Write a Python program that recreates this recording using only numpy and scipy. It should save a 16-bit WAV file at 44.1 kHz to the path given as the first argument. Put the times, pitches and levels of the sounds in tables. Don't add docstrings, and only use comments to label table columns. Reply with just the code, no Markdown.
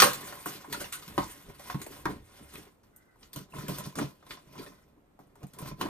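import sys
import numpy as np
from scipy import signal
from scipy.fft import rfft, irfft, next_fast_len
from scipy.io import wavfile

SR = 44100
rng = np.random.default_rng(int(sys.argv[2]) if len(sys.argv) > 2 else 0)


def invert_db(x):
    u = np.asarray(x, float) / 20
    return 10 ** u


def materialize(psi):
    bounded = np.clip(np.atleast_2d(psi).T, -1, 1)
    quanta = np.round(bounded * 32767).astype(np.int16)
    wavfile.write(sys.argv[1], SR, quanta)


N = 259731
GRIP_S = 3.3


def rms_one(x):
    return x / np.sqrt(np.mean(x ** 2) + 1e-20)


def at_hz(points, hz):
    table_hz, values = np.transpose(points)
    return np.interp(np.log(hz + 1), np.log(table_hz), values)


def coloured(x, points):
    size = next_fast_len(N)
    gain = invert_db(at_hz(points, np.fft.rfftfreq(size, 1 / SR)))
    return irfft(rfft(x, size) * gain, size)[..., :N]


def band(x, edges_hz, order=2):
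    return signal.sosfilt(signal.butter(order, edges_hz, "band", fs=SR, output="sos"), x)


def drift(rate):
    step = 40
    r = np.exp(-2 * step * np.pi * rate / SR)
    noise = rng.standard_normal(N // step + 2002)
    slow = signal.lfilter([1], [1, -2 * r, r * r], noise)[2000:]
    return np.interp(np.arange(N) / step, np.arange(len(slow)), rms_one(slow))


def ring(clicks, hz, width_hz):
    r, w = np.exp(-np.pi * width_hz / SR), 2 * np.pi * hz / SR
    return signal.lfilter([0, np.sin(w)], [1, -2 * r * np.cos(w), r * r], clicks + 1e-18)


def slips(per_s, spread_db, clump_db):
    sizes = invert_db(spread_db * np.minimum(rng.exponential(1, N), 4))
    signs = rng.choice([-1, 1], N)
    chance = per_s * invert_db(clump_db * drift(25)) / SR
    return sizes * signs * (rng.random(N) < chance)


def rubbed(modes, level_db, per_s, spread_db, broad_db, edges_hz):
    train = rms_one(slips(per_s, spread_db, clump_db=3.0))
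    rings = 0
    for k, (hz, width_hz, db) in enumerate(modes):
        rings = rings + invert_db(db) * ring(train, hz, width_hz) * (-1) ** k
    broad = band(rng.standard_normal(N), edges_hz)
    return rms_one(rms_one(rings) + invert_db(broad_db) * rms_one(broad)) * invert_db(level_db)


def struck(rows, modes, lift_db, focus_db, scatter_db, contact):
    s, peaks_db, colours_hz = np.array(rows)[:, :3].T
    at, out = (s * SR).astype(int), 0
    luck = rng.standard_normal((len(at), len(modes)))
    for k, (hz, width_hz, db) in enumerate(modes):
        clicks = np.zeros(N)
        octaves_off = np.abs(np.log2(hz / colours_hz))
        near_db = db - focus_db * octaves_off
        clicks[at] = invert_db(peaks_db + lift_db + near_db + scatter_db * luck[:, k])
        pushes = signal.oaconvolve(clicks, contact)[:N]
        out = out + ring(pushes, hz, width_hz) * (-1) ** k
    return out


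# pitch in Hz, level in dB.
HUSH = [(13, -31), (22, -1), (290, -5.5), (869, -14.5), (997, -19), (1110, -17.5), (5320, -38.5),
        (9200, -35), (11200, -40), (13100, -31), (15500, -50)]


def hush():
    mid, side = coloured(rng.standard_normal((2, N)), HUSH)
    side = signal.sosfilt(signal.butter(1, 350, "high", fs=SR, output="sos"), side)
    level_db = -66 + 0.74 * drift(3)
    return invert_db(level_db) * rms_one(mid + side * [[1], [-1]])


def room(x):
    t60_s, wall_cut_hz = 0.19, 5700
    size = next_fast_len(N + SR)
    hz = np.fft.rfftfreq(size, 1 / SR)
    turn = np.exp(-2j * np.pi * hz / SR)
    dull = np.exp(-2 * np.pi * wall_cut_hz / SR)
    wall = (1 - dull) / (1 - dull * turn)
    reply = np.zeros((2, len(hz)), complex)
    lags = (rng.uniform(.006, .03, 16) * SR).astype(int)
    for k, lag in enumerate(lags):
        loop = invert_db(-60 * lag / SR / t60_s) * wall * turn ** lag
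        reply[k % 2] += loop / (1 - loop) * (-1) ** (k // 2)
    reply[1] *= hz ** 2 / (hz ** 2 + 350.0 ** 2)
    mid, side = irfft(rfft(x, size) * reply, size)[:, :N]
    return mid + side * [[1], [-1]]


def nearby(x):
    age = np.arange(int(.04 * SR)) / SR
    scatter = rng.standard_normal((2, len(age))) * np.exp(-age / 0.0099) * (age > .002)
    return signal.oaconvolve(x[None], scatter / np.linalg.norm(scatter[0]), axes=1)[:, :N]


# start in seconds, end in seconds, level in dB.
BRUSHES = [
    (2.93, 3.165, -70),
    (4.598, 4.85, -71.5),
]
# pitch in Hz, width in Hz, level in dB.
RIDGES = [(1540, 90, -27), (2040, 70, -28)]


def sleeve():
    t, edge_s = np.arange(N) / SR, 0.012
    held = 0
    for start, end, db in BRUSHES:
        held = held + invert_db(db) * np.clip(np.minimum(t - start, end - t) / edge_s, 0, 1)
    cloth = band(rng.standard_normal((2, N)), [1200, 2150], order=5)
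    cloth = cloth + sum(invert_db(db) * ring(cloth, hz, width_hz) for hz, width_hz, db in RIDGES)
    return held * invert_db(1.7 * drift(26)) * rms_one(cloth)


# time in seconds, contact level in dB.
CONTACT = [(0, -41), (0.39, -46), (0.6, -59.5), (1.1, -50.5), (1.45, -57), (2.0, -52.5), (2.2, -68.5),
           (2.34, -54), (2.68, -58), (2.75, -95), (3.0, -72), (3.16, -83), (3.3, -74.5), (4.2, -71),
           (4.7, -72), (4.82, -96.5), (5.3, -84), (5.6, -67)]
# peak time in seconds, seconds to rise 20 dB,
# seconds to fall 20 dB, pressure in dB, slip in dB.
TURNS = [(0.045, 0.8, 0.12, -30, -22.5), (0.33, 1, -0.5, -53, -48.5), (0.464, 0.01, 0.21, -41, -35.5),
         (0.7, 0, 0.33, -44, -47), (0.727, 0, 0.07, -42, -32), (0.805, 0.03, 0.1059, -43, -34.5),
         (0.924, -0.13, 0.12, -57.5, -34), (1.1, -0.17, 0.1, -46, -47.5), (1.225, 0.05, 0.1, -41, -39.5),
         (1.3, -0.03, 0.2, -57.5, -44.5), (1.5, 0.06, 0.04, -43, -56), (1.69, 0.17, 0.16, -50, -43),
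         (1.756, -0.05, 0.02, -42, -57), (1.814, 0.16, 0.22, -46.5, -67), (1.922, -0.1, 0.15, -47, -49.5),
         (2.1, 0.07, 0.11, -35.5, -49.5), (2.426, 0, 0.08, -50, -80), (2.55, 0.035, 0.15, -46.5, -47.5),
         (2.838, -1.1, 0.2, -63.5, -69.5), (3.233, 0.07, 0.1, -57.5, -57)]
# peak time in seconds, seconds to rise 20 dB,
# seconds to fall 20 dB, pressure in dB, slip in dB.
CUTS = [(3.373, 0.04, 0.0649, -42.5, -39.5), (3.554, 0.0225, 0.2045, -43, -40.5),
        (3.64, 0.1839, 0.16, -46.5, -49.5), (3.7, 0.0457, 0.073, -34, -37),
        (3.79, 0.1934, 0.18, -45.5, -41.5), (3.874, 0.29, 0.01, -44, -44.5),
        (3.985, 0.04, 0.1079, -34.5, -35.5), (4.018, 0.0637, 0.0758, -36.5, -44.5),
        (4.316, 0.06, 0.1, -49.5, -45), (4.602, 0.15, 0.2, -45, -46), (4.934, 3, 0.5, -65, -86),
        (5.2, -0.08, 0.36, -59, -69), (5.44, 0.07, 0, -45.5, -54.5), (5.628, 0.1056, 0, -41.5, -50),
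        (5.679, 0.1135, 0.06, -43, -43), (5.722, 0.05, -0.15, -40.5, -49.5), (5.816, 0.03, 0.3, -35.5, -40),
        (5.87, 0.07, 0, -33, -42)]


def handling():
    t = np.arange(0, N + 32, 32) / SR
    rest = invert_db(np.interp(t, *np.transpose(CONTACT)))
    rest_share_db = np.array([[-7.5], [-6.5], [0]])
    power = (rest * invert_db(rest_share_db)) ** 2
    for s, rise_s, fall_s, pressure_db, slip_db in [*TURNS, *CUTS]:
        panel_db = pressure_db + 0.36 * (slip_db - pressure_db) - 6.5
        before, after = (s - t) / max(rise_s, .005), (t - s) / max(fall_s, .01)
        shape_db = -20 * np.where(t < s, before, after)
        power = power + invert_db(np.array([[pressure_db], [panel_db], [slip_db]]) + shape_db) ** 2
    return [np.interp(np.arange(N) / SR, t, 10 * np.log10(p)) for p in power]


# time in seconds, level in dB.
LURCHES = [
    (1.2, -46),
    (1.5, -60),
    (1.76, -56),
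    (2.07, -50),
    (2.2, -51.5),
    (2.46, -60),
    (3.221, -62.5),
    (5.73, -52),
]


def lap(hollow_db):
    t, swell_s = np.arange(N) / SR, 0.09
    lurch = sum(invert_db(db - 20 * np.abs(t - s) / swell_s) for s, db in LURCHES)
    level = invert_db(-34 + 0.62 * hollow_db) + lurch
    return invert_db(0.5) * level * rms_one(band(rng.standard_normal(N), [28, 100]))


# pitch in Hz, width in Hz, level in dB.
HOLLOW = [(66, 90, -10.5), (140, 19, 0), (188, 14, -5), (218, 23, -6.5), (285, 25.2, 2.5), (321, 52, 3),
          (406, 42, 2)]
# time in seconds, peak in dB, colour in Hz.
THUMPS = [(0.022, -23, 420), (0.461, -33.5, 323), (0.68, -38, 390), (0.772, -37, 380), (1.073, -38, 167),
          (1.179, -21.5, 315), (1.37, -46.5, 284), (1.48, -44, 122), (1.745, -23.5, 160),
          (1.905, -36.5, 413), (2.055, -24, 310), (2.115, -37, 300), (2.16, -46, 145), (2.405, -42.5, 224),
          (2.538, -45.5, 406), (2.579, -41, 415), (2.67, -50, 416)]
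# time in seconds, peak in dB, colour in Hz.
JOLTS = [(3.218, -62, 96.9), (3.366, -37, 146), (3.409, -37.5, 188), (3.551, -40, 143), (3.586, -31, 140),
         (3.628, -34, 256), (3.689, -25, 150), (3.717, -30.5, 140), (3.788, -34.5, 152), (3.864, -29, 149),
         (3.964, -31.5, 137), (3.994, -29, 280), (4.012, -22.5, 247), (4.042, -27, 140),
         (4.301, -43.5, 339), (4.468, -48, 159), (4.595, -36, 428), (4.971, -52, 272), (5.194, -48, 285),
         (5.365, -57, 289), (5.436, -31.5, 153), (5.597, -47, 133.3), (5.624, -32, 140), (5.661, -38, 140),
         (5.714, -29.5, 148), (5.821, -30, 430), (5.849, -31.5, 277), (5.868, -43, 304)]


def hollow(level_db):
    rub = rubbed(HOLLOW, level_db - 3.5, per_s=160, spread_db=2.0, broad_db=-2.5, edges_hz=[90, 500])
    palm = np.hanning(int(0.00084 * SR))
    return rub + struck([*THUMPS, *JOLTS], HOLLOW, lift_db=-2, focus_db=11.0, scatter_db=2.0,
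                        contact=palm / palm.sum())


# pitch in Hz, width in Hz, level in dB.
PANELS = [(582, 40, 1.5), (620, 67, -1.5), (780, 110, 5), (930, 80, 2), (1000, 55, 5), (1089.5, 20, -4.5),
          (1150, 230, 1), (1340, 140, -3.5), (1700, 71, -6.5), (1370, 36, -5.5), (1780, 160, -11),
          (2180, 140, 1), (2480, 370, -1)]
# pitch in Hz, width in Hz, level in dB.
GRIPPED = [(285, 33, -2), (606.7, 28, -2.5), (1010, 40, 1.5), (1340, 35, -4.5), (2444, 25, -11),
           (3550, 180, -11)]


def panels(level_db):
    clamped, edges_hz = np.arange(N) > GRIP_S * SR, [420, 2800]
    loose = rubbed(PANELS, level_db - 2.0, per_s=480, spread_db=4.5, broad_db=-1.5, edges_hz=edges_hz)
    tight = rubbed(GRIPPED, level_db - 2.0, per_s=250, spread_db=4.0, broad_db=-15, edges_hz=edges_hz)
    return loose * invert_db(-7 * clamped) + tight * clamped


# pitch in Hz, level in dB, seconds for the bare ring to die by 300 dB.
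KNOCK = [(556.4, -4, 0.3), (1237, -1.5, 0.11), (1420, -3, 0.1), (1600, 0, 0.098), (2514, -16, 0.19),
         (2730, -13.5, 0.24), (918, -7, 0.14), (1080, -5.5, 0.14), (3770, -18, 0.14), (4005, -8.5, 0.12),
         (4500, -6, 0.06), (5360, -6, 0.05), (6050, -6.5, 0.04), (470, -8, 0.27)]


def knock():
    start_s = .0203
    age = np.maximum(np.arange(N) / SR - start_s, 0)
    shake = invert_db(-25.5) * rng.standard_normal(N) * np.exp(-age / 0.032) * (age > 0)
    shake[int(start_s * SR)] += 1
    out = 0
    for k, (hz, db, t60_s) in enumerate(KNOCK):
        out = out + invert_db(-14 + db) * ring(shake, hz, 11.0 / t60_s) * (-1) ** k
    return out


# time in seconds, panel peak in dB, panel colour in Hz, dull crack in dB, bright crack in dB.
SLAPS_AND_SNAGS = [(0.001, -38, 2730, -17.5, -24), (0.02, -20, 1150, -19.5, -21.5), (0.132, -60, 1580, -40, -36),
                   (0.208, -43, 918, -58, -48), (0.324, -33, 1010, -53, -56.5), (0.458, -29, 1050, -56, -38),
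                   (0.643, -40, 960, -67, -75), (0.727, -42, 982, -40, -40), (0.744, -35.5, 1340, -46, -61),
                   (0.811, -33.5, 580, -72, -56.5), (0.842, -45, 740, -48, -74), (0.925, -36, 2720, -44.5, -35.5),
                   (1.024, -48.5, 1370, -48.5, -53), (1.079, -48, 1400, -49, -48.5), (1.179, -20, 900, -36.5, -41),
                   (1.595, -42.5, 554, -53.5, -53.5), (1.699, -30.5, 1190, -45, -60), (1.744, -33, 816, -49, -52),
                   (1.816, -47, 608, -46, -37), (1.864, -36, 454, -54, -47.5), (1.913, -58, 468, -78, -57),
                   (2.0545, -20, 1100, -43, -43.5), (2.538, -44, 953, -60, -52.5), (2.554, -41.5, 2510, -56, -71),
                   (2.833, -58, 978, -72, -75.5), (2.962, -72, 1500, -88, -58), (3.157, -61.5, 970, -80, -75),
               (3.23, -71, 1780, -53, -85.5), (3.331, -67.5, 2700, -52, -45), (3.36, -41, 680, -45, -37),
               (3.537, -40, 1010, -71, -68), (3.584, -41, 1040, -64, -47), (3.682, -30, 440, -40, -39),
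               (3.784, -42, 960, -48, -38), (3.864, -44, 460, -62, -46.5), (3.955, -39.5, 1020, -47.5, -44),
               (3.986, -30.5, 1340, -46, -39), (4.022, -32, 615, -49.5, -64),
                   (4.226, -49.5, 953, -67.5, -74.5), (4.265, -46, 1010, -63, -65),
                (4.307, -36, 2500, -43, -65), (4.371, -47, 1060, -53, -72), (4.554, -50, 1010, -71, -62),
                (4.579, -55, 452, -49, -63), (4.663, -41, 470, -50, -61), (4.98, -64, 470, -91, -86),
                (5.191, -52.5, 940, -73.5, -68), (5.27, -71, 490, -97, -76),
                (5.355, -54, 1010, -62.5, -62.5), (5.431, -38, 536, -57.5, -57.5),
                (5.468, -57.5, 514, -66, -55.5), (5.535, -62, 1010, -59, -52.5),
                (5.587, -43.5, 1070, -50.5, -45), (5.616, -49.5, 780, -62, -51.5),
                (5.658, -44, 1010, -52, -49), (5.812, -29.5, 1010, -38, -42.5), (5.859, -34, 974, -49, -71)]
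BLOWS = SLAPS_AND_SNAGS


def slaps():
    out, age = np.zeros(N + SR), np.arange(SR // 5) / SR
    fall = invert_db(-60 * age / 0.083) + 1.9 * np.exp(-age / 0.0049)
    for s, panel_db, hz, dull_db, bright_db in BLOWS:
        shake = invert_db(-11.5) * rng.standard_normal(len(age)) * fall + (age == 0)
        crowd = band(shake, [hz / 2.12, hz * 1.527], order=3)
        i = int((s + .0012) * SR)
        out[i:i + len(age)] += invert_db(panel_db + 11.5) * np.sqrt(1000 / hz) * crowd
    return out[:N] + struck(BLOWS, PANELS, lift_db=-12.5, focus_db=8.5, scatter_db=5.5, contact=np.ones(1))


# time in seconds, peak in dB, pitch in Hz.
TURN_TICKS = [(0.134, -37, 4300), (0.227, -54, 8830), (0.229, -47, 1710), (0.25, -44, 1020),
              (0.258, -47, 1000), (0.288, -53, 8230), (0.371, -45.5, 1020), (0.458, -48, 9430),
              (0.459, -51, 5250), (0.46, -47, 8700), (0.46, -52, 6540), (0.47, -50, 8660),
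              (0.473, -52, 4480), (0.474, -49, 8050), (0.497, -51, 9520), (0.724, -50, 9860),
              (0.726, -46, 5760), (0.729, -35.5, 945), (0.733, -41, 4090), (0.745, -32.5, 1370),
              (0.745, -52, 9470), (0.745, -51, 5770), (0.748, -50, 8530), (0.749, -40, 4100),
              (0.764, -47, 4610), (0.805, -46, 8050), (0.809, -43, 10000), (0.811, -40, 1530),
              (0.811, -49, 6370), (0.815, -50, 4820), (0.819, -50, 8050), (0.843, -38, 2700),
              (0.85, -46, 3520), (0.925, -42, 9900), (0.925, -39, 8010), (0.925, -52, 7150),
              (0.93, -53, 4950), (0.931, -41, 6030), (0.932, -37, 2730), (0.936, -48, 8310),
              (0.936, -48, 3780), (0.949, -46, 2650), (0.97, -54, 6030), (0.973, -50, 3900),
              (1.179, -42, 6000), (1.179, -42, 3500), (1.7, -38, 1080), (1.747, -45, 1340),
              (1.816, -38, 6800), (1.818, -51.5, 8360), (1.819, -45, 3950), (1.843, -46, 6500),
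              (1.858, -51.5, 8870), (2.058, -29, 940), (2.555, -45, 2490)]
# time in seconds, peak in dB, pitch in Hz.
CUT_TICKS = [(3.336, -51.5, 6200), (3.36, -46, 9700), (3.36, -48, 8740), (3.36, -42, 6160),
             (3.361, -44, 2960), (3.366, -47.5, 4100), (3.381, -52, 8270), (3.392, -43, 8600),
             (3.392, -56, 6160), (3.412, -54, 8700), (3.551, -56, 9200), (3.608, -54, 9300),
             (3.608, -44, 1300), (3.681, -47, 4520), (3.682, -43, 3060), (3.706, -48, 9040),
             (3.706, -50, 8230), (3.743, -45, 9800), (3.744, -45, 8610), (3.744, -47, 3420),
             (3.764, -53, 8440), (3.793, -45, 5940), (3.793, -52, 9300), (3.839, -43, 9690),
             (3.839, -55, 8660), (3.842, -48, 3500), (3.861, -52, 9200), (3.961, -54, 9860),
             (3.985, -39, 9390), (3.986, -50, 7320), (3.989, -44, 6370), (3.989, -35, 1360),
             (3.999, -51, 8010), (4.307, -48.5, 3450), (4.307, -50, 1080), (4.31, -42.5, 2300),
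             (4.318, -57, 8270), (4.343, -53, 1030), (4.345, -59, 9260), (4.35, -54, 3450),
             (4.352, -52, 4220), (4.373, -51, 1006), (4.554, -51, 1030), (4.585, -54, 9900),
             (4.586, -53, 3400), (4.588, -48, 2310), (4.596, -49, 4570), (4.636, -49, 1340),
             (4.664, -51, 1770), (5.59, -48, 1030), (5.674, -46, 1030), (5.813, -35.5, 1080),
             (5.814, -39, 2900), (5.815, -45, 6150), (5.834, -50, 9090)]
# time in
# seconds, peak in dB, pitch in Hz.
REBOUNDS = [(1.186, -25, 188), (1.198, -28, 318), (1.205, -30, 188), (2.064, -32, 296), (2.115, -44, 295),
            (2.165, -40, 226), (2.23, -48, 110), (2.19, -50, 120), (4.75, -62.5, 1000), (4.88, -66, 550),
            (4.92, -65.5, 562), (4.975, -63.5, 1000), (5.195, -58, 285), (5.73, -36, 140)]
# time in seconds, peak in dB, pitch in Hz.
EDGES = [(0.0203, -8, 1100), (0.0205, -13, 800), (0.0203, -17, 4500), (0.0203, -18, 6000),
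         (0.0203, -26, 8500), (0.027, -20, 1600), (1.1795, -22, 1000), (1.186, -26, 1010),
         (1.222, -33, 880), (1.222, -36, 1250), (2.054, -32, 1500), (2.055, -38, 2200), (2.075, -38, 790),
         (3.523, -46, 2670), (3.533, -42, 1030), (3.667, -42, 1700), (3.69, -38, 600), (3.925, -48, 1000),
         (4.02, -36, 600), (4.299, -48, 4500), (5.433, -42, 700), (5.84, -38, 600)]


def ticks(rows):
    out, age = np.zeros(N + SR), np.arange(SR // 10) / SR
    for s, db, hz in rows:
        width_hz = 29 + 0.024 * hz
        fall = np.exp(-np.pi * width_hz * age) * (1 - np.exp(-age / 0.00044))
        crease = np.sin(2 * np.pi * hz * age)
        neighbour = invert_db(-6) * np.sin(2 * np.pi * 1.06 * hz * age)
        i = int(s * SR)
        out[i:i + len(age)] += invert_db(db) * fall * (crease - neighbour)
    return out[:N]


# pitch in Hz, level in dB per Hz.
TAPE = [(710, -35.5), (1200, -10.5), (1350, -10.5), (1950, -12.5), (3560, -12.5), (5500, -13), (7560, -15),
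        (9680, -8.5), (10200, -14.5), (11300, -8), (12400, -11), (13800, -11), (14700, -17.5), (15700, -30)]


def crackle(per_s, spread_db, clump_db, patchy_db):
    train = slips(per_s, spread_db, clump_db)
    dealt, halves = rng.integers(0, 2, N), np.zeros((2, N))
    edges = np.geomspace(1000, 16000, 13)
    for k, (low, high) in enumerate(zip(edges, edges[1:])):
        crease = band(train * (dealt == k % 2) + 1e-18, [low, high])
        halves[k // 8] += crease * invert_db(patchy_db * drift(16))
    return np.array([rms_one(half) for half in coloured(halves, TAPE)])


def cracks():
    out, age = np.zeros((2, N + SR)), np.arange(SR // 4) / SR
    fall = invert_db(-60 * age / 0.09) + invert_db(1) * np.exp(-age / 0.0016)
    fall = fall * (1 - np.exp(-age / 0.00017))
    for s, panel_db, hz, dull_db, bright_db in BLOWS:
        i = int(s * SR)
        out[:, i:i + len(age)] += invert_db(np.array([[dull_db], [bright_db]])) * fall
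    return np.sum(out[:, :N] * crackle(per_s=14000, spread_db=1.5, clump_db=4.0, patchy_db=3.0), axis=0)


def tape(level_db):
    dull, bright = invert_db(level_db - 8.5) * crackle(per_s=6700, spread_db=2.0, clump_db=4.5, patchy_db=2.5)
    palms = np.arange(N) < GRIP_S * SR
    return dull + bright * invert_db(2.5 * palms)


def scene():
    hollow_db, panel_db, tape_db = handling()
    rumble = lap(hollow_db)
    box = hollow(hollow_db) + ticks(REBOUNDS)
    low = rumble + box
    high = panels(panel_db) + knock() + slaps() + cracks() + tape(tape_db)
    high = high + invert_db(4.5) * ticks([*TURN_TICKS, *CUT_TICKS]) + ticks(EDGES)
    scatter = invert_db(-5.5) * nearby(high + 0.42 * box)
    echo = room(invert_db(-19.5) * low + invert_db(-13.0) * high)
    return low + high + scatter + echo + hush() + sleeve()


def band_limit(x):
    return signal.sosfilt(signal.butter(12, 15870, fs=SR, output="sos"), x)


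# pitch in Hz, lead in radians.
PORT_PHASE = [(60, 0.1), (150, 0.18), (300, 0.38), (600, 1.34), (1300, 0.83), (2800, 1.64), (9000, 1.58),
              (13500, 1.1)]


def record(dry):
    size = next_fast_len(N + 4096)
    hz = np.fft.rfftfreq(size, 1 / SR)
    shift = np.exp(.5j * at_hz(PORT_PHASE, hz) * [[1], [-1]])
    dip_db = -55 * np.exp(-((hz - 11300) / 660) ** 4)
    fall_db = -24 / (1 + np.exp((15100 - hz) / 150))
    balance = invert_db(np.array([[-.2], [.2]]))
    mix = irfft(rfft(dry, size) * shift * invert_db(dip_db + fall_db) * balance, size)[:, :N]
    return band_limit(mix)


dry = scene()
out = record(dry)
materialize(out)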